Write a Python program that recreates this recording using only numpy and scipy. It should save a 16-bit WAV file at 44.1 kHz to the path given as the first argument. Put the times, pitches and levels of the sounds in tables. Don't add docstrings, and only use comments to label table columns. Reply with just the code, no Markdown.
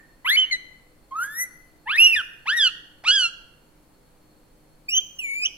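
import sys
import numpy as np
from scipy import signal
from scipy.fft import rfft, irfft
from scipy.io import wavfile
from scipy.ndimage import uniform_filter1d, minimum_filter1d

SR = 44100
rng = np.random.default_rng(int(sys.argv[2]) if len(sys.argv) > 2 else 0)


def transcribe(u):
    v = np.clip(np.atleast_2d(u).T, -1, 1)
    q = np.round(v * 32767).astype(np.int16)
    wavfile.write(sys.argv[1], SR, q)


N = 245637
EDGE_HZ = 15950


def gain_of(db):
    return 10 ** (np.asarray(db) / 20)


def evened(x):
    return x / np.sqrt(np.mean(x ** 2) + 1e-20)


def read(points, hz, column=1):
    table = np.transpose(points)
    return np.interp(np.log(hz + 1), np.log(table[0] + 1), table[column])


def add(mix, s, sound):
    part = mix[:, round(s * SR):][:, :sound.shape[-1]]
    part += sound[..., :part.shape[1]]


def shake(shape, size):
    once = uniform_filter1d(rng.standard_normal(shape), size)
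    return evened(uniform_filter1d(once, size))


def wavering(hz, width, steady=0):
    r = np.exp(-np.pi * width / SR)
    noise = rng.standard_normal(N + SR) + 1j * rng.standard_normal(N + SR)
    drift = signal.lfilter([1], [1, -r], noise)[SR:]
    drift = steady + drift / np.std(drift)
    return evened((drift * np.exp(2j * np.pi * hz * np.arange(N) / SR)).real)


# (frequency [Hz], relative level [dB])
AIR_COLOUR = [(12, -21.5), (20, 4.5), (55, -10.5), (149, -9.5), (268, -10.5), (300, -14), (335, -10.5),
              (482, -14), (819, -17.5), (3700, -30.5), (4370, -28.5), (5620, -33), (8790, -29.5),
              (12000, -30), (15800, -35)]
# (frequency [Hz], left-right likeness [-1 to 1])
PORT_LIKENESS = [(60, 0.7), (180, 1), (550, 0.32), (1650, 0.27), (4970, 0.063), (15000, -0.23)]
AIR_DB, AIR_PATCH_DB = -57, 0.42


def air():
    frames, hz = N // 512 + 5, np.fft.rfftfreq(2048, 1 / SR)
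    a, b, c, d, patches = rng.standard_normal((5, 1025, frames))
    patches = uniform_filter1d(patches, 12, axis=0)
    patches = evened(uniform_filter1d(patches, 14, axis=1))
    same = np.clip(read(PORT_LIKENESS, hz), -1, 1)[:, None]
    left = a + 1j * b
    right = same * left + np.sqrt(1 - same ** 2) * (c + 1j * d)
    z = np.array([left, right]) * gain_of(read(AIR_COLOUR, hz)[:, None] + AIR_PATCH_DB * patches)
    noise = signal.istft(z, nperseg=2048, noverlap=1536)[1][:, :N]
    return gain_of(AIR_DB) * evened(noise)


# (frequency [Hz], width [Hz], level at 0 s [dB])
EARLIER_CALL = [(1818, 30, -52), (7250, 150, -72)]


def linger():
    t = np.arange(N) / SR
    ring = np.zeros((2, N))
    for hz, width, db in EARLIER_CALL:
        fade = gain_of(db - 60 * t / read(WALL_DECAY, hz))
        ring += fade * [wavering(hz, width), wavering(hz, width)]
    return ring


# (frequency [Hz], width [Hz], level [dB])
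HUM_TONES = [(153, 8.2, -71), (305.4, 4, -68.5), (496, 6, -74.5), (547, 6.4, -76), (4000, 12, -91),
             (4320, 12, -76)]


def hum():
    return sum(gain_of(db) * wavering(hz, width, steady=1.0) for hz, width, db in HUM_TONES)


# (time [s], width [s], added rasp [0-1])
HOARSE_MOMENTS = [(1.26, .03, 0.39), (1.965, 0.013, 0.24), (2.535, 0.01, 0.15), (3.083, 0.011, 0.35),
                  (4.971, 0.0097, 0.12), (5.453, 0.031, .3)]
RASP_PER_GLIDE = .004


def roughness(t, hz, rasp):
    hoarse = sum(more * np.exp(-((t - at) / width) ** 2) for at, width, more in HOARSE_MOMENTS)
    glide = abs(np.gradient(np.log2(hz))) * SR
    return hoarse, np.clip(rasp + hoarse + RASP_PER_GLIDE * glide, 0, 1)


# (frequency [Hz], relative level [dB])
THROAT_COLOUR = [(1500, -7.5), (2800, 3), (3600, 1.5), (4300, 2), (5300, -5.5), (6500, -1.5), (8500, -5),
                 (10500, -12), (16000, -30.5)]
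# (frequency [Hz], relative level [dB])
BEAK_COLOUR = [(4000, -27), (5200, -21.5), (6300, -1.5), (7500, -14.5), (8700, -9), (10000, -0.5),
               (12800, -0.5), (13700, -19.5), (16000, -29)]
TILT_HZ = 10000
FLUTTER_DB, SKIRT = .7, 2.1


def partial_sizes(k, hz, levels_db, rasp, fall_db, tilt_db, odd_db, shift):
    first_db, over_db, upper_db = levels_db
    throat_db = read(THROAT_COLOUR, k * hz) - read(THROAT_COLOUR, 2 * hz)
    over = gain_of(over_db + fall_db * np.log2(k / 2) + throat_db)
    tilt = tilt_db * np.log2(k * hz / TILT_HZ)
    treble = gain_of(upper_db + read(BEAK_COLOUR, k * hz / shift) + tilt + odd_db * (k % 2)) * (k > 2)
    size = np.where(k == 1, gain_of(first_db), np.hypot(over, treble)) * (k * hz < EDGE_HZ)
    weak = (1 - size / size.max(0)) ** 4
    size *= gain_of(FLUTTER_DB * (1 + 3.5 * weak) * shake(size.shape, size=200))
    return size * (1 + SKIRT * rasp * weak * np.log(k) * shake(size.shape, size=35))


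# (time [s], delay [microseconds])
LEFT_DELAY = [(.3, 39.5), (1.3, 23), (2, 10.5), (2.6, 0), (3.2, -4.5), (4.9, 68.5), (5.4, 67.5)]
# (frequency [Hz], delay of the left [microseconds], left-right level [dB])
PORT_REFLECTION = [(990, 18, -2.5), (1380, 70.5, -0.5), (1690, -9, -3), (1780, 31, 5.5), (1920, 108.5, 4.5),
                   (2320, 89.5, 2), (2620, 79.5, -4.5), (3070, 37.5, -2.5), (3614, 46.5, -4.5),
                   (4160, 58, -0.5), (16800, 48, -1)]


def at_ports(t, k, hz, size, turns):
    lag = (np.interp(t, *np.transpose(LEFT_DELAY)) + read(PORT_REFLECTION, k * hz)) * 1e-6
    lag = uniform_filter1d(lag, size=300)
    shade = gain_of(uniform_filter1d(read(PORT_REFLECTION, k * hz, column=2), size=300) / 2)
    left = size * shade * np.cos(2 * np.pi * (turns - k * hz * lag))
    right = size / shade * np.cos(2 * np.pi * turns)
    return np.sqrt(2) * np.array([left.sum(0), right.sum(0)])


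# (frequency [Hz], relative level [dB])
GRIT_COLOUR = [(500, -29), (900, -4.5), (1400, 1), (2200, -7), (3000, -41)]
PUFF_DB, GRIT_DB = -9, -23


def breath(first_db, upper_db, rasp, hoarse, shift):
    n = len(rasp)
    bins = np.fft.rfftfreq(n, 1 / SR)
    beak, scratch = read(BEAK_COLOUR, bins / shift), read(GRIT_COLOUR, bins)
    puff, grit = (evened(irfft(rfft(rng.standard_normal(n)) * gain_of(colour), n))
                  for colour in (beak, scratch))
    puff = gain_of(upper_db + PUFF_DB) * rasp * puff
    noise = puff + gain_of(first_db + GRIT_DB) * hoarse * grit
    return np.array([np.roll(noise, 3), noise])


def note(rows, rasp, fall_db, tilt_db, odd_db, shift, breath_db):
    s, *columns = np.transpose(rows)
    t = np.arange(s[0], s[-1], 1 / SR)
    hz, *levels_db = (np.interp(t, s, c) for c in columns)
    hz = uniform_filter1d(hz, 200, mode="nearest")
    k = np.arange(1, 17)[:, None]
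    hoarse, rasp = roughness(t, hz, rasp)
    size = partial_sizes(k, hz, levels_db, rasp, fall_db, tilt_db, odd_db, shift)
    turns = k * (np.cumsum(hz) / SR + .05 * rasp * shake(len(t), size=40))
    tone = at_ports(t, k, hz, size, turns)
    tone *= 1 + gain_of(breath_db) * shake(len(t), size=8)
    edge = np.clip(np.minimum(t - s[0], s[-1] - t) / 0.002, 0, 1)
    return s[0], (tone + breath(levels_db[0], levels_db[2], rasp, hoarse, shift)) * edge


# (time [s], pitch [Hz], fundamental [dB], overtones [dB], treble partials [dB])
CALL_NOTES = [
    [(.245, 995, -42, -43.5, -72.5), (.256, 990, -34, -26.5, -64), (.285, 1575, -25.5, -22.5, -55),
     (.304, 1770, -23, -18, -39.5), (.319, 2027, -18.5, -29, -44.5), (.356, 2220, -19.5, -26.5, -48.5),
     (.364, 2310, -12.5, -43, -57.5)],
    [(.367, 3014, -22.5, -58.5, -50), (.375, 2998, -13.5, -41.5, -63), (.406, 3104, -17, -40, -59.5),
     (.444, 2943, -20, -63.5, -77.5), (.462, 2860, -37.5, -88, -79.5)],
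    [(.51, 2165, -24.5, -39, -66), (.53, 2042, -20.5, -22, -56), (.548, 1997, -21.5, -31.5, -65),
     (.568, 2057, -36, -44, -70)],
    [(1.108, 1080, -57, -63, -77), (1.124, 1053, -30.5, -63, -88), (1.142, 1110, -36.5, -75, -86),
     (1.158, 1244, -30, -59, -70), (1.227, 1468, -24.5, -50.5, -47), (1.238, 1583, -29, -55.5, -47),
     (1.279, 1673, -36.5, -59, -63.5), (1.342, 1784, -41.5, -55.5, -48.5), (1.378, 1913, -32.5, -61, -36),
     (1.421, 2039, -25.5, -75, -31.5), (1.435, 2005, -25.5, -59.5, -36), (1.462, 2048, -39, -71.5, -65)],
    [(1.857, 837, -54.5, -60.5, -83.5), (1.873, 885, -34.5, -34, -78.5), (1.908, 1302, -30.5, -21, -61),
     (1.939, 1720, -25, -30, -57.5), (1.965, 1900, -25, -37, -47), (1.98, 2390, -24.5, -64.5, -58)],
    [(1.974, 2563, -34, -58, -58.5), (1.984, 2520, -14.5, -33, -39), (2.007, 2757, -11, -35.5, -27),
     (2.046, 2886, -10, -23.5, -38), (2.062, 2870, -6, -28, -43.5), (2.074, 2745, -14, -35, -37.5),
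     (2.115, 2745, -20.5, -50.5, -45.5), (2.149, 2450, -15.5, -40, -39.5), (2.157, 2435, -33.5, -62, -44.5)],
    [(2.148, 2150, -26.5, -66, -66), (2.158, 1860, -29, -41.5, -36.5), (2.166, 1802, -21, -26, -41),
     (2.205, 1463, -27.5, -29.5, -58), (2.218, 1290, -35, -45, -62)],
    [(2.456, 753, -46.5, -47, -76), (2.483, 1293, -28, -22, -57.5), (2.502, 1522, -23.5, -21.5, -59.5),
     (2.532, 1798, -23, -35.5, -49), (2.553, 1918, -25, -53.5, -58.5), (2.575, 1898, -22.5, -29.5, -36),
     (2.61, 1711, -28.5, -16.5, -57.5), (2.675, 1423, -32, -15.5, -49), (2.697, 1224, -47.5, -49, -100)],
    [(3.037, 558, -46, -51.5, -75), (3.053, 1125, -39, -35, -71.5), (3.07, 1305, -31.5, -24, -65.5),
     (3.087, 1452, -26.5, -15, -58), (3.103, 1448, -26.5, -12, -52.5), (3.118, 1631, -26, -19, -59.5),
     (3.15, 1682, -28, -19, -60), (3.2, 1517, -31.5, -20.5, -43.5), (3.258, 1368, -33, -20.5, -52),
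     (3.292, 1379, -44.5, -37.5, -78)],
    [(4.882, 2430, -44, -69, -69), (4.89, 2394, -23.5, -32.5, -42), (4.909, 2750, -37.5, -35, -41),
     (4.938, 2884, -19, -29, -74), (4.954, 3106, -21, -31, -39), (4.97, 3032, -20.5, -21, -43),
     (4.982, 3158, -14, -21, -47), (4.993, 3150, -21.5, -31, -59), (5.003, 3210, -37, -64, -81)],
    [(5.185, 2970, -46, -52, -51), (5.193, 2924, -26.5, -38.5, -39), (5.216, 2610, -38, -85, -48),
     (5.248, 2340, -27, -84, -44.5), (5.271, 2244, -31.5, -68, -49), (5.327, 2224, -29, -57, -45.5),
     (5.412, 2430, -30.5, -52.5, -48.5), (5.438, 2535, -22, -25.5, -46), (5.447, 2624, -29, -32.5, -46),
     (5.46, 3000, -16.5, -23, -56), (5.474, 3360, -34, -48, -68)],
]
# (rasp at steady pitch [0-1], overtone fall [dB per octave],
# treble tilt [dB per octave], lift of the odd treble partials [dB],
# shift of the beak colour [pitch ratio], breath [dB])
NOTE_VOICES = [(0.2, -32, 1, 3, 1.01, -42), (0.1, -24.5, -10.5, 3, 0.71, -43),
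               (0.12, -18, 2, -9, 0.93, -43), (0.1, -11, -8.5, 1, 1.005, -39),
               (0.18, -35, 2, 2.5, 0.89, -43.5), (0.2, -24, -1, -8.5, 1.05, -47.5),
               (0.07, -42, -4.5, -8.5, 0.83, -48), (0.08, -19, -6, 2, .9, -40),
               (0.08, -15, -23.5, -5, 0.84, -37.5), (0.01, -53, -4.5, -0.5, 1.21, -38.5),
               (0.08, -55, -17.5, -5.5, 1.127, -38)]


def parakeet():
    calls = np.zeros((2, N))
    for rows, voice in zip(CALL_NOTES, NOTE_VOICES):
        add(calls, *note(rows, *voice))
    return calls


# (frequency [Hz], time to fall 60 dB [s], relative level [dB])
WALL_DECAY = [(600, 0.85, 4.5), (1557, 0.75, 4.5), (3000, 0.66, -0.5), (6140, 0.58, 2), (8747, 0.17, 13),
              (12000, 1, -8), (14960, 0.89, 9)]
# (delay [ms], left level [dB], right level [dB])
EARLY_ECHOES = [(2.17, -18, -32.5), (4.644, -22, -21.5), (8.158, -17, -17.5), (12.88, -28.5, -31),
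                (21, -21.5, -17)]
WALLS_DB = -10.5


def walls(x):
    taps = np.zeros((2, SR))
    at = np.arange(160, SR - 20, 20) + rng.integers(0, 20, (2, (SR - 161) // 20))
    np.put_along_axis(taps, at, rng.choice([-1., 1.], at.shape), 1)
    hz, t, z = signal.stft(taps, SR, nperseg=256)
    level_db, t60 = read(WALL_DECAY, hz, column=2)[:, None], read(WALL_DECAY, hz)[:, None]
    tail = signal.istft(z * gain_of(level_db - 60 * t / t60), SR, nperseg=256)[1]
    tail *= gain_of(WALLS_DB) / np.linalg.norm(tail[0])
    for ms, *db in EARLY_ECHOES:
        tail[:, round(ms * SR / 1000)] += gain_of(db)
    return signal.fftconvolve(x, tail, axes=1)[:, :N]


THUMP_S, THUMP_HZ, THUMP_DB = 2.11, 78, -51.5


def thump():
    t = np.arange(SR // 8) / SR
    return THUMP_S, gain_of(THUMP_DB) * np.sin(2 * np.pi * THUMP_HZ * t) * np.hanning(len(t))


def scene():
    room = air() + linger() + hum()
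    bird = parakeet()
    add(room, *thump())
    return bird + walls(bird) + room


RIPPLE_HZ, RIPPLE_DB = 370, -27
CEILING_DB = -3.5


def record(dry):
    rippled = dry * (1 + gain_of(RIPPLE_DB) * np.sin(2 * np.pi * RIPPLE_HZ * np.arange(N) / SR))
    peak = -minimum_filter1d(-abs(rippled).max(0), size=200)
    limited = rippled * uniform_filter1d(np.minimum(gain_of(CEILING_DB) / peak, 1), size=200)
    band = signal.firwin(511, EDGE_HZ, window=("kaiser", 9), fs=SR)
    return signal.oaconvolve(limited, band[None], "same")


dry = scene()
out = record(dry)
transcribe(out)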